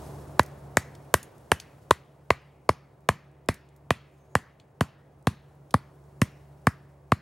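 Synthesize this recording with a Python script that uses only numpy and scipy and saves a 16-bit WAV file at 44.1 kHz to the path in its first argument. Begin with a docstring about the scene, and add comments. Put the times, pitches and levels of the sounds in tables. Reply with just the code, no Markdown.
"""Hatchet driving a stake in a forest

A hatchet drives a wooden stake into soil with seventeen blows: crushed-fibre noise, damped wood modes,
a faint head ring, a pitch-falling thud set by the soil's grip and a deep shove that weakens.
Trunks and litter scatter the blows as decaying noise; bark ticks and needles crackle as short noise bursts.
A bird calls once as a wavering sine, over noise for drone and rustle, an engine's firing lines and a thin whine."""
import sys
import numpy as np
from scipy import signal
from scipy.fft import rfft, irfft
from scipy.io import wavfile
from scipy.ndimage import uniform_filter1d

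SR = 44100
rng = np.random.default_rng(int(sys.argv[2]) if len(sys.argv) > 2 else 0)


def master(y):
    """Save y as 16-bit WAV."""
    cut = np.clip(np.atleast_2d(y).T, -1, 1)
    pcm = np.round(cut * 32767)  # scale
    wavfile.write(sys.argv[1], SR, pcm.astype(np.int16))


N = 317961
TIME = np.arange(N) / SR
BLOW_TIME = np.arange(8192) / SR
LEVEL_SPAN_S = 0.01


def amp(db):
    """Decibels to gain."""
    return 10 ** (np.asarray(db) / 20)


def evened(x):
    """Scales to rms 1."""
    return x / np.sqrt(np.mean(x ** 2) + 1e-20)


def burst(x, db):
    """Scales a short sound so that its energy, spread over LEVEL_SPAN_S, has this level."""
    return amp(db) * x * np.sqrt(LEVEL_SPAN_S * SR / (np.sum(x ** 2) + 1e-20))


def read(points, hz):
    """Interpolates a (frequency, value) table on a log-frequency axis."""
    f, value = np.transpose(points)
    return np.interp(np.log(hz + 1), np.log(f + 1), value)


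def add(mix, start_s, sound):
    """Mixes a sound in at start_s, cut at the end of the mix."""
    part = mix[..., max(round(start_s * SR), 0):][..., :sound.shape[-1]]
    part += sound[..., :part.shape[-1]]


def noise(spectrum, size):
    """Gaussian noise of rms 1, shaped by a (frequency, dB) table."""
    shape = amp(read(spectrum, np.fft.rfftfreq(size, 1 / SR)))
    white = rfft(rng.standard_normal(size))
    return evened(irfft(white * shape, size))


def drift(rate_hz):
    """Smooth random drift of rms 1: noise under a Gaussian low-pass."""
    lowpass = np.exp(-(np.fft.rfftfreq(N, 1 / SR) / rate_hz) ** 2)
    return evened(irfft(rfft(rng.standard_normal(N)) * lowpass, N))


# background before trim: (time [s], drone level [dB], rustle level [dB])
BACKGROUND_LEVELS = [(0.0, -45.5, -59.5), (0.48, -50, -69.5), (1.84, -57.5, -74.5), (2.04, -60.5, -80),
                     (3.49, -62, -84.5), (4.39, -61.5, -80), (4.61, -62.5, -85.5), (6.42, -58.5, -76),
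                     (7.2, -62, -83)]
# noise shapes: (frequency [Hz], relative level [dB per Hz])
DRONE_SPECTRUM = [(20, -22), (45, -4), (70, 3.5), (140, 9), (230, -2), (380, -1), (650, -1), (1000, -7.5),
                  (1600, -18), (2500, -27.5), (4500, -38), (9000, -52)]
RUSTLE_SPECTRUM = [(500, -12), (2500, -6.5), (5000, -4), (9500, -4), (13000, -7.5), (16000, -16)]


def air(drone_trim_db=2.5, rustle_trim_db=1):
    """Far drone and needles rustling in the air: two shaped noises with drifting levels."""
    s, drone_level, rustle_level = np.transpose(BACKGROUND_LEVELS)
    drone_db = drone_trim_db + np.interp(TIME, s, drone_level) + 0.35 * drift(rate_hz=12)
    rustle_db = rustle_trim_db + np.interp(TIME, s, rustle_level) + drift(rate_hz=40)
    drone = amp(drone_db) * noise(DRONE_SPECTRUM, size=N)
    rustle = amp(rustle_db) * noise(RUSTLE_SPECTRUM, size=N)
    return drone + rustle


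# engine before trim: (time [s], level [dB])
ENGINE_LEVELS = [(0.0, -41.5), (1.0, -48.5), (1.24, -60.5), (1.76, -56), (1.86, -58.5), (3.85, -54),
                 (4.61, -61), (6.28, -51.5), (7.2, -53)]
# firing lines before wander: (frequency [Hz], relative level [dB])
FIRING_LINES = [(70.3, -5.5), (140.6, 0), (307, -16.5), (380, -14)]


def engine(trim_db=-1, wander=0.0051):
    """A far engine: firing lines share a wandering speed; each drifts in level."""
    clock = np.cumsum(1 + wander * drift(rate_hz=5.4)) / SR
    lines = [amp(db + drift(rate_hz=4)) * np.sin(2 * np.pi * hz * clock) for hz, db in FIRING_LINES]
    return evened(sum(lines)) * amp(trim_db + np.interp(TIME, *np.transpose(ENGINE_LEVELS)))


def whine(whine_hz=15735, above_rustle_db=-13, follow=0.7, beat_hz=17):
    """Camera electronics: a faint beating sine whose level partly follows the rustle table."""
    s, _, rustle_level = np.transpose(BACKGROUND_LEVELS)
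    change_db = np.interp(TIME, s, rustle_level - rustle_level[0])
    level_db = rustle_level[0] + above_rustle_db + follow * change_db
    beat = 1 + 0.5 * np.sin(2 * np.pi * beat_hz * TIME)
    return amp(level_db) * beat * np.sin(2 * np.pi * whine_hz * TIME)


def litter(max_peak_db=-60, peak_span_db=8, middle_hz=8000, count=20):
    """Dry needles crackle faintly: ticks of random time, peak and pitch."""
    out = np.zeros(N)
    for when, size, pitch in rng.random((count, 3)):
        sound = tick(max_peak_db - peak_span_db * size, middle_hz * 2 ** (pitch - 0.5))
        add(out, when * N / SR, sound)
    return out


# crushed fibres: (frequency [Hz], relative level [dB])
CRACK_SPECTRUM = [(1500, -28.5), (2500, 7.5), (3600, 4), (5200, -0.5), (6500, -16), (9000, -40)]
CRUNCH_SPECTRUM = [(3500, -36.5), (6000, 0.5), (9000, -3.5), (11500, -6.5), (15000, -16), (17000, -24)]


def fibres(spectrum, full_force_s, decay_s, grain=0.13):
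    """Fibres crush as grainy noise: fast onset, slow fall, then a steeper one before full force."""
    t = BLOW_TIME
    grains = np.exp(grain * rng.standard_normal(len(t)))
    onset = 1 - np.exp(-t / 0.0003)
    fall = np.exp(-t / 0.013 - np.maximum(t - full_force_s * 0.24, 0) / decay_s)
    return noise(spectrum, size=len(t)) * grains * onset * fall


def swell(t, rise_s):
    """Heavily damped resonance under a soft push: starts at -rise_s, peaks at 1 at t = 0."""
    u = np.maximum(t / rise_s + 1, 0)
    return u ** 2 * np.exp(2 * (1 - u))


def wood(t, hz, rise_s):
    """One damped stake mode, its envelope peaking at t = 0."""
    return -swell(t, rise_s) * np.sin(2 * np.pi * hz * t)


def pushed(hz, rise_s, full_force_s, touch_db, touch_rise_s=0.00016, touch_s=0.0007):
    """A stake mode is struck twice: at first touch, then with the head's full weight."""
    touch = wood(BLOW_TIME - touch_s, hz, touch_rise_s)
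    return wood(BLOW_TIME - full_force_s, hz, rise_s) + amp(touch_db) * touch


# short bending modes: (ratio to body pitch [1], swell time [s], relative level [dB])
BODY_MODES = [(0.779, 0.002, 5.5), (1.3, 0.0022, 4)]


def stake_body(body_hz, full_force_s, grip_db):
    """Bending modes of the stake; a loose stake already moves at first touch."""
    touch_db = -12 - 2.1 * grip_db
    return sum(amp(db) * pushed(body_hz * ratio, rise_s, full_force_s, touch_db, touch_rise_s=0.00049)
               for ratio, rise_s, db in BODY_MODES)


def stake_knock(s, full_force_s, touch_db, start_hz=1008, rise_per_s=0.017):
    """Knock mode; its pitch rises as the free length shortens."""
    return pushed(start_hz * (1 + rise_per_s * s), 0.0013, full_force_s, touch_db)


def stake_clack(clack_hz, full_force_s, touch_db):
    """Two highest wood modes, the upper one weaker."""
    upper = pushed(clack_hz * 1.35, 0.00088, full_force_s, touch_db)
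    return pushed(clack_hz, 0.0009, full_force_s, touch_db) + amp(-15.5) * upper


# hatchet-head modes: (frequency [Hz], peak against clack level [dB], t60 [s])
HEAD_MODES = [(1952, -16.5, 0.1), (3120, -37, 0.13), (5980, -39.5, .07)]


def head_ring():
    """The steel head rings faintly in exponentially decaying sines."""
    return sum(amp(db - 60 * BLOW_TIME / t60_s) * np.sin(2 * np.pi * hz * BLOW_TIME)
               for hz, db, t60_s in HEAD_MODES)


def thud(flex_db, start_hz=280, end_hz=75, glide_s=0.0078, rise_s=0.0079, flex_hz=250, flex_rise_s=0.0073):
    """The stake flexes in soil: fast bending waves arrive first, so pitch falls; a flex mode rings on top."""
    hz = end_hz + (start_hz - end_hz) * np.exp(-BLOW_TIME / glide_s)
    cycles = np.cumsum(hz) / SR - 0.15
    soil = -swell(BLOW_TIME - rise_s, rise_s) * np.sin(2 * np.pi * cycles)
    flex = swell(BLOW_TIME - 0.61 * flex_rise_s, flex_rise_s) * np.sin(2 * np.pi * flex_hz * BLOW_TIME)
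    return soil + amp(flex_db) * flex


def shove(hz=80, trough_s=0.015, rise_s=0.011):
    """The soil gives way and stops the stake: one slow, deep push."""
    return -swell(BLOW_TIME - rise_s, rise_s) * np.cos(2 * np.pi * hz * (BLOW_TIME - trough_s))


# soil's hold, as thud gain: (time [s], level [dB])
SOIL_GRIP = [(.39, -2.5), (.77, -4.5), (1.9, -7), (3.09, -2.5), (4.35, 0), (5.27, 4), (6.22, 6), (7.12, 4)]


def grip(s):
    """The soil's hold on the stake at time s, in dB."""
    return np.interp(s, *np.transpose(SOIL_GRIP))


# base part levels, offset per blow
THUD_DB, BODY_DB, KNOCK_DB, CLACK_DB, CRACK_DB, CRUNCH_DB = -20, -21, -20, -23, -31, -33
SHOVE_START_DB, SHOVE_DB_PER_S = -30.5, -1.23


def blow(s, full_force_s, body_hz, knock_db, clack_db, clack_hz, crack_db, crunch_db):
    """Steel meets end grain: fibres crush, stake and head ring, soil thuds and gives way."""
    grip_db = grip(s)
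    touch_db = -8.5 + 0.15 * crunch_db  # more crushed fibres, harder first touch
    body_db = BODY_DB + 0.29 * knock_db - 0.42 * grip_db  # body follows knock, yields to thud
    flex_db = -9 + 0.35 * grip_db  # firmer grip, more flex
    stake = burst(stake_body(body_hz, full_force_s, grip_db), body_db)
    stake += burst(stake_knock(s, full_force_s, touch_db), KNOCK_DB + knock_db)
    stake += burst(stake_clack(clack_hz, full_force_s, touch_db), CLACK_DB + clack_db)
    head = amp(CLACK_DB + clack_db) * head_ring()
    crack = burst(fibres(CRACK_SPECTRUM, full_force_s, decay_s=0.0028), CRACK_DB + crack_db)
    crunch = burst(fibres(CRUNCH_SPECTRUM, full_force_s, decay_s=0.0011), CRUNCH_DB + crunch_db)
    soil = burst(thud(flex_db), THUD_DB + grip_db)
    soil += burst(shove(), SHOVE_START_DB + SHOVE_DB_PER_S * s)  # deeper stake slides less
    return stake + head + crack + crunch + soil


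def broad_colour(sound, hz):
    """Amplitude spectrum of a short sound, fine ripples blurred away."""
    power = abs(rfft(sound)) ** 2
    octaves = np.log2((np.fft.rfftfreq(len(sound), 1 / SR) + 30) / (hz[:, None] + 30))
    blur = np.exp(-(octaves / 0.2) ** 2)
    return np.sqrt(blur @ power / blur.sum(1))


# scatter from litter and trunks: (frequency [Hz], relative level [dB])
SCATTER_SPECTRUM = [(60, -4.5), (150, 5.5), (400, -13), (1000, -8), (2000, -4), (3500, -1.5), (6000, 1.5),
                    (9000, 9), (12000, 4.5), (16000, 1.5)]
# decay before spreading loss: (frequency [Hz], t60 [s])
SCATTER_DECAY = [(100, .5), (1000, 0.85), (2300, 3), (4000, 1.4), (8000, 0.2), (15000, .4)]


def forest(colour, hz, onset_s=0.0023, near_s=0.0098, thinning=1.154, patchy_db=2.0):
    """Litter and trunks scatter a sound into a (mid, side) noise wash of its colour, decaying per band."""
    _, when, z = signal.stft(rng.standard_normal((2, SR)), SR, nperseg=512)
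    decay_db = 60 * when / read(SCATTER_DECAY, hz)[:, None]
    z = z * colour[:, None] * amp(read(SCATTER_SPECTRUM, hz)[:, None] - decay_db)
    clumps = uniform_filter1d(rng.standard_normal(z.shape), size=7, axis=1)
    clumps = uniform_filter1d(clumps, size=14, axis=2)
    z = z * amp(patchy_db * evened(clumps))  # trunks stand unevenly
    t = np.arange(SR) / SR
    spread = (t > onset_s) / (1 + t / near_s) ** thinning  # later echoes: farther trees
    wash = signal.istft(z, SR, nperseg=512)[1][:, :SR]
    return wash * spread / np.linalg.norm(spread)


def tick(peak_db, hz, rise_s=0.00082, decay_s=0.0021):
    """A dry snap: a short noise burst, broad around its own pitch."""
    t = BLOW_TIME
    spectrum = [(hz / 5, -30), (hz / 2, -6), (hz, 0), (hz * 2, -7), (hz * 4, -24)]
    snap = noise(spectrum, size=len(t)) * (1 - np.exp(-t / rise_s)) * np.exp(-t / decay_s)
    return amp(peak_db) * snap / abs(snap).max()


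# bird call before waver: (time [s], pitch [Hz], level [dB])
BIRD_CALL = [(4.129, 7450, -82.5), (4.17, 6620, -86.5), (4.22, 6300, -77), (4.28, 6630, -85.5),
             (4.34, 6750, -72), (4.36, 6940, -102)]


def bird(waver=0.025):
    """One high, fuzzy, far whistle: a gliding sine with fast random pitch waver."""
    s, hz, db = np.transpose(BIRD_CALL)
    pitch_hz = np.interp(TIME, s, hz) * (1 + waver * drift(rate_hz=480))
    gate = (TIME > s[0]) * (TIME < s[-1])
    return amp(np.interp(TIME, s, db)) * gate * np.sin(2 * np.pi * np.cumsum(pitch_hz) / SR)


# left against right: (frequency [Hz], level difference [dB])
PORT_LEVELS = [(100, 0), (380, -1.1), (620, -1.2), (1200, .9), (1900, 1.5), (4000, 0), (7300, 1.4),
               (13500, -2)]
# left's lead: (frequency [Hz], phase [rad])
PORT_LEADS = [(100, 0), (350, -.03), (1100, .23), (2500, .08), (4500, .25), (6200, .45), (10000, .15),
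              (14500, .6)]
# side signal: (frequency [Hz], gain [dB])
SIDE_WIDTH = [(60, -34.5), (120, -37), (200, -13.5), (380, -7.5), (1300, -8), (4400, -7), (8000, -13),
              (15000, -13)]


def ports(mid, side):
    """Two close microphone ports: small level and phase shifts, plus the part that differs."""
    hz = np.fft.rfftfreq(N, 1 / SR)
    left = amp(read(PORT_LEVELS, hz) / 2) * np.exp(1j * read(PORT_LEADS, hz) / 2)
    apart = rfft(side) * amp(read(SIDE_WIDTH, hz))
    return irfft(rfft(mid) * np.array([left, 1 / left]) + np.array([apart, -apart]), N)


# blows, levels as offsets: (start [s], start to full force [s], body pitch [Hz], knock [dB], clack [dB],
# clack pitch [Hz], crack [dB], crunch [dB])
STAKE_BLOWS = [(.394, 0.002, 419.3, 7.5, 5.5, 1696, 1.5, 1.5), (.77, .0021, 450, -3.5, 5.5, 1772, -3.5, 8),
               (1.14, .0026, 490, 1.5, 3.5, 1653, 5.5, 12), (1.5168, .003, 531, -1.5, 3.5, 1644, 7, 5),
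               (1.9086, .0028, 462, 8.5, 2, 1654, 3.5, 3), (2.3042, .0026, 514, 3.5, 3, 2058, 2, -5),
               (2.691, .0026, 490, 5, -4, 2040, 1, -3), (3.0885, .0025, 550, 1.5, 1, 1752, 3.5, 1.5),
               (3.4869, .0027, 490, -8.5, -4, 1827, -1.5, -2), (3.9055, .0024, 539, -2, -0.5, 1809, 4, -4),
               (4.3522, .0024, 630, -1.5, 2, 1696, -2, 0.5), (4.8084, 0.0026, 538, -5.5, -4, 1653, 0, -4.5),
               (5.27, .0026, 578, -4.5, -7, 1731, -0.5, -2), (5.7409, .0024, 650, 2.5, -5, 1719, -5.5, -3),
               (6.2162, .0025, 436, -8, -2.5, 1900, 0, 1), (6.6693, 0.0025, 572, 1.5, 2.5, 1709, -4.5, -2),
               (7.1194, .0026, 523, 3.5, -4, 1910, 0, -7.5)]
# bits of bark and twigs: (time [s], peak [dB], centre [Hz])
BARK_TICKS = [(0.431, -33, 8150), (0.4613, -42, 8240), (0.951, -45.5, 4660), (1.229, -32, 7000),
              (1.381, -52.5, 8630), (1.5995, -26.5, 4114), (3.5416, -39.5, 7670), (3.6883, -56, 5400),
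              (3.7626, -52, 8400), (4.599, -45, 3280), (5.7079, -39.5, 4870)]


def scene(tick_echo_db=-10, own_share=0.7, echo_side_db=-6):
    """Blows and ticks with their forest echo, over the background."""
    hz = np.fft.rfftfreq(512, 1 / SR)
    near, echo = np.zeros(N), np.zeros((2, N))
    sounds = [blow(*row) for row in STAKE_BLOWS]
    colours = np.array([broad_colour(sound, hz) for sound in sounds])
    usual = np.exp(np.log(colours).mean(0))
    for (s, _, _, knock_db, *_), sound, colour in zip(STAKE_BLOWS, sounds, colours):
        add(near, s, sound)
        echo_db = -12.5 - 0.3 * knock_db - 0.072 * grip(s)  # echoes vary less than blows
        # trees hear the stake from every side, so echo colours are more alike
        echo_colour = usual * (colour / usual) ** own_share
        add(echo, s, forest(amp(echo_db) * echo_colour, hz))
    for s, peak_db, centre_hz in BARK_TICKS:
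        sound = tick(peak_db, centre_hz)
        add(near, s, sound)
        add(echo, s, amp(tick_echo_db) * forest(broad_colour(sound, hz), hz))
    mid = air() + engine() + whine() + litter() + near + echo[0] + bird()
    return ports(mid, amp(echo_side_db) * echo[1] + air())


def record(dry, low_cut_hz=50, edge_hz=16150):
    """Microphone bass roll-off, clipping at full scale, then a low-pass band limit."""
    high_pass = signal.butter(1, low_cut_hz, "high", fs=SR, output="sos")
    clipped = np.clip(signal.sosfilt(high_pass, dry), -1, 1)
    band_limit = signal.firwin(255, edge_hz, window=("kaiser", 9), fs=SR)
    return signal.oaconvolve(clipped, band_limit[None], "same")


dry = scene()
out = record(dry)
master(out)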